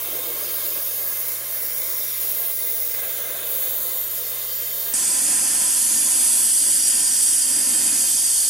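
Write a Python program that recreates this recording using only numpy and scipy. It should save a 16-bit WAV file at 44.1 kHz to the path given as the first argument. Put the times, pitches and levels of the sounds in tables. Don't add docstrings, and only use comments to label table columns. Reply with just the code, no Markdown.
import sys
import numpy as np
from scipy import signal
from scipy.io import wavfile
from scipy.ndimage import uniform_filter1d

SR = 44100
rng = np.random.default_rng(int(sys.argv[2]) if len(sys.argv) > 2 else 0)


def pcm_store(signal):
    levels = np.round(np.clip(np.atleast_2d(signal), -1, 1) * 32767)
    wavfile.write(sys.argv[1], SR, levels.astype(np.int16).T)


def boost(x):
    u = np.asarray(x, float) / 20
    return 10 ** u


N = 374409
CUT_S = 4.937


def fast_torch():
    edges = [250, 900, 4500, 10800, 15700]
    calm_db = [-46.5, -42, -36, -27.5]
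    # pitch_hz, level_db per Hz
    tone = [(40, -58), (150, -34.5), (300, -23), (600, -10.5), (900, -19), (2000, -24.5), (4500, -21),
            (7400, -26.5), (8000, -29), (8600, -22), (10500, -19), (12500, -13), (15700, -12)]
    # pitch_hz, width_hz, level_db
    rings = [(350, 42, 6.5), (489, 49, 6), (898, 270, -6.5), (1071, 21, 11.5), (1652, 65, 8),
             (2075, 150, 8), (3170, 190, 4), (3690, 300, 5), (4890, 480, -4), (5310, 210, 0),
             (6920, 540, 5.5), (9900, 290, 3.5), (15550, 750, 3.5)]
    # pitch_hz, margin (in spreads of chance)
    solidity = [
        [(2000, 5), (2600, 2.3), (5500, 2.3), (7300, 2.8), (8000, 1.3), (8500, 5)],
        [(100, .5), (300, -.6), (1300, -1.5), (1600, .3), (1900, -.8), (3500, .2), (6000, -.3), (6800, -1.5), (8200, -2.5), (8400, .7), (11500, .6), (12500, 3), (16000, 3)],
    ]
    return torch(calm_db, edges, tone, rings, solidity, speed=1.83, ripple_db=4.0, drift_db=0.95,
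                 flicker_db=0.77, puff_db=0.5, apart_db=-2.5, lean_share=0.77)


def slow_torch():
    edges = [120, 450, 2800, 7600, 13000]
    calm_db = [-47, -42.5, -27.5, -20.5]
    # pitch_hz, level_db per Hz
    tone = [(25, -55), (80, -44), (200, -30), (420, -32), (1200, -27), (3000, -25), (4000, -26),
            (4500, -17.5), (7000, -16), (9000, -7.5), (11000, -11.5), (12800, -17), (13300, -23.5),
            (15600, -25)]
    # pitch_hz, width_hz, level_db
    rings = [(279, 165, 11.5), (552, 92, 9), (747, 190, 5.5), (1014, 18, 12.5), (1150, 30, -29),
             (1760, 370, 4.5), (2340, 22, 4.5), (3140, 62, 5.5), (3445, 124, 5), (4030, 320, -3),
             (4896, 590, 4.5), (5250, 200, -8.5), (5600, 100, -2), (6540, 440, 3), (6980, 130, 8.5),
             (7700, 320, 2), (8096, 280, 9.5), (8800, 170, 1), (8300, 150, 2.5), (9390, 350, 5),
             (10230, 370, 4), (11300, 150, 1), (13130, 120, -11)]
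    # pitch_hz, margin (in spreads of chance)
    solidity = [
        [(1800, 5), (2200, 2), (3600, 1.8), (3950, .3), (4400, 5), (11000, 3.5), (12800, 1.8), (13200, .2), (14100, -.6), (14600, -1.8), (15600, -3)],
        [(100, .5), (300, -.6), (900, -.3), (2000, .5), (3000, 0), (3600, -1.4), (5000, -2.5), (5500, .3), (7000, 3), (13000, 3), (13600, -.2), (14300, -1.5), (15500, -3)],
    ]
    return torch(calm_db, edges, tone, rings, solidity, speed=1.0, ripple_db=4.0, drift_db=0.8,
                 flicker_db=0.23, puff_db=0.0, apart_db=0.5, lean_share=0.99)


def torch(calm_db, edges, tone, rings, solidity, speed, ripple_db, drift_db, flicker_db, puff_db,
          apart_db, lean_share):
    # start_s, end_s, pitch_hz, width_hz, level_db
    holds = [(0, 0.78, 320, 160, 6), (-0.9, .4, 1000, 480, 3.5), (-.5, 0.37, 5100, 2000, -4.5),
             (-1.5, 1.9, 2190, 130, 5.5), (.5, 2.8, 11500, 390, 6), (1, 2.0, 3330, 1700, -4.5),
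             (2, 2.5, 12800, 1500, 3), (2.55, 3.0, 15400, 600, 5.5), (3.5, 4.95, 8100, 510, 4),
             (3, 3.0, 6100, 500, 3), (2.98, 4.1, 5260, 760, -5), (3, 3.6, 1560, 220, 2.5),
             (4.5, 4.95, 3000, 830, 1.5), (3, 4.1, 10250, 330, 4.5), (4, 4.1, 13300, 1700, 4),
             (1.5, 4.95, 12000, 250, -7), (4.1, 4.95, 13500, 800, 2), (3.5, 4.95, 2300, 620, -2.5),
             (5, 5.4, 14300, 1800, 4), (4.9, 6.2, 4750, 460, -2), (5.75, 6.45, 12100, 800, 4),
             (5.75, 6.45, 10400, 450, 5), (6.5, 7.4, 9450, 280, 4), (-.5, 1.2, 7600, 370, 3.5)]
    hop, top_hz = 256, 15780
    hz, t, noise = signal.stft(rng.standard_normal((2, N)), SR, nperseg=8 * hop, noverlap=7 * hop)

    colour = read(tone, hz)
    for pitch, width, level in rings:
        colour = colour + level * bell(hz, pitch, width)
    db = colour[:, None] + np.zeros(len(t))
    for start, end, pitch, width, level in holds:
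        held = np.clip(np.minimum(t - start, end - t) / 0.037 + 0.5, 0, 1)
        db += level * np.outer(bell(hz, pitch, width), held)

    part = np.clip(np.digitize(hz, edges) - 1, 0, len(edges) - 2)
    border = np.searchsorted(hz, edges)
    power = [boost(2 * db[lo:hi]).sum(0) / len(hz) for lo, hi in zip(border[:-1], border[1:])]
    gain_db = flame_levels(t, calm_db, speed) - 10 * np.log10(power)
    db += uniform_filter1d(gain_db[part], size=9, axis=0)

    frames = SR / hop / speed
    ripple = ripple_db * np.clip(hz / 2500, 0.3, 1)[:, None]
    db += ripple * patches(db.shape, 1.4, 1.7 * frames)
    db += drift_db * patches(db.shape, 24, 0.24 * frames)
    db += flicker_db * patches(db.shape, 90, 0.03 * frames)
    puffs = puff_db * patches((1, len(t)), 1, 0.03 * frames)
    db += puffs * (part == 0)[:, None]

    mid, side = two_ports(noise, hz, speed, apart_db, lean_share)
    mid *= holes(solidity[0], hz, t, 2, 1)
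    low = (hz < 8200 - 3000 * (2 - speed))[:, None]
    side *= np.where(low, holes(solidity[1], hz, t, 30, 1), holes(solidity[1], hz, t, 3, 2))
    ports = np.array([mid + side, mid - side]) * boost(db) * (hz < top_hz)[:, None]
    return signal.istft(ports, SR, nperseg=8 * hop, noverlap=7 * hop)[1][:, :N]


def flame_levels(t, calm_db, speed):
    # start_s, length_s, roar_db, share reaching the flame body
    gusts = [(0.058, 0.29, 7.5, 0.25), (0.34, 0.31, 4, .4), (.66, 0.17, 2.5, .3), (0.95, 0.16, 3.5, -0.26),
             (2.055, 0.15, -2.5, -0.1), (2.218, 0.24, 3.5, 0.26), (2.528, 0.072, -2.5, 2.5),
             (2.64, .3, 1.5, -1), (2.962, 0.64, 4, .3), (3.62, 0.37, 3, 0.27), (4.37, 0.15, 1.5, 0.7),
             (4.857, 0.085, 2.5, 0.55), (4.927, 0.36, 1, 3.5), (5.27, 0.42, 4, 0.9),
             (5.92, 0.54, 3.5, 0.46), (6.46, 0.17, -3.5, .4), (6.7, 0.057, 2, -0.3), (6.916, 0.074, 1.5, 2),
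             (7.07, 0.3, -2.5, .5), (7.498, .55, 3.5, .4), (8.08, 0.23, -1, 1.8), (8.3, .3, -6, .4)]
    # time_s, level_db
    aims = [(0.0, -2), (0.45, -1), (1.3, 0), (1.7, -1), (2.3, 1.4), (2.8, .3), (3.0, -0.5), (3.42, -4),
            (3.52, 1.5), (3.98, 1), (4.1, -2), (4.92, -0.5), (4.95, -2), (5.6, -0.8), (6.4, 0), (7.35, 0.1),
            (7.45, -1.3), (8.49, -0.1)]
    # time_s, length_s, level_db
    spits = [(.48, .04, -2), (.68, .04, 0.5), (.74, .04, 0), (1.32, .05, 1), (1.42, .09, -4),
             (2.137, 0.11, -1.5), (2.53, .1, -2), (2.83, 0.052, 0), (3.15, .1, 0), (6.88, .012, 4),
             (7.234, 0.01, 6)]
    rise_s, fall_s = 0.078, 0.15

    start, length, level, share = np.transpose(gusts)[..., None]
    rise = (t - start) / rise_s
    fall = (start + length - t) / fall_s
    gust = level * np.clip(np.minimum(rise, fall) * speed + 0.5, 0, 1)

    middle, length, level = np.transpose(spits)[..., None]
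    spit = (level * bell(t, middle, length)).sum(axis=0)
    aim = np.interp(t, *np.transpose(aims)) + spit
    moves = [gust.sum(axis=0), (share * gust).sum(axis=0), 0.35 * aim, aim]
    return np.array(calm_db)[:, None] + moves


def two_ports(noise, hz, speed, apart_db, lean_share):
    # pitch_hz, level_db under the shared sound
    apart = [(30, -19), (150, -48), (800, -13.5), (3000, -36), (4000, 5), (5200, -12), (7000, -8.5),
             (9000, -5), (15000, -7)]
    # pitch_hz, left_minus_right_db
    balance = [(60, -4), (250, 1), (600, -0.5), (1200, -3), (3000, -5), (4500, 0.5), (8000, -3),
               (14000, -0.5)]
    lag_s = 1.1e-5
    tilt = boost(lean_share * read(balance, hz / speed) / 2)
    lean = (tilt * np.exp(-1j * np.pi * hz / speed * lag_s))[:, None]
    own = noise[1] * boost(read(apart, hz / speed) + apart_db)[:, None]
    mid = noise[0] * (lean + 1 / lean) / 2
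    side = noise[0] * (lean - 1 / lean) / 2 + own
    return mid, side


def holes(solidity, hz, t, wide, long):
    block_s = t[::4]
    fuller = 1.6 * np.exp(-np.abs(block_s - CUT_S) / 0.35) * (block_s > CUT_S)
    margin = read(solidity, hz[::8])[:, None] + fuller * (hz[::8] > 9000)[:, None]
    stays = margin > patches(margin.shape, wide, long)
    return np.kron(stays, np.ones((8, 4)))[:len(hz), :len(t)]


def bell(x, centre, width):
    return np.exp(-(2 * (x - centre) / width) ** 2 * np.log(2))


def read(table, hz):
    pitch, value = np.transpose(table)
    return np.interp(np.log(hz + 1), np.log(pitch), value)


def patches(shape, wide, long):
    x = rng.standard_normal(shape)
    for axis, span in enumerate((wide, long)):
        for _ in range(2):
            x = uniform_filter1d(x, max(int(span), 1), axis=axis, mode="wrap")
    return x / x.std()


def hum(speed):
    tone = np.sqrt(2) * np.sin(2 * np.pi * 59.2 * speed * np.arange(N) / SR)
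    left_right_db = -55.5 + np.array([[-0.75], [0.75]])
    return tone * boost(left_right_db)


def rumble():
    low_pass = signal.butter(2, 60, fs=SR, output="sos")
    low = signal.sosfilt(low_pass, rng.standard_normal(N))
    return low / low.std() * boost(-86)


def scene():
    fade_s = 0.0043
    fast = fast_torch() + hum(2)
    slow = slow_torch() + hum(1)
    after = np.clip((np.arange(N) / SR - CUT_S) / fade_s + 0.5, 0, 1)
    return fast * np.sqrt(1 - after) + slow * np.sqrt(after) + rumble()


def band_limit(x):
    return signal.sosfilt(signal.butter(12, 17110, fs=SR, output="sos"), x)


def record(dry):
    return band_limit(dry)


dry = scene()
out = record(dry)
pcm_store(out)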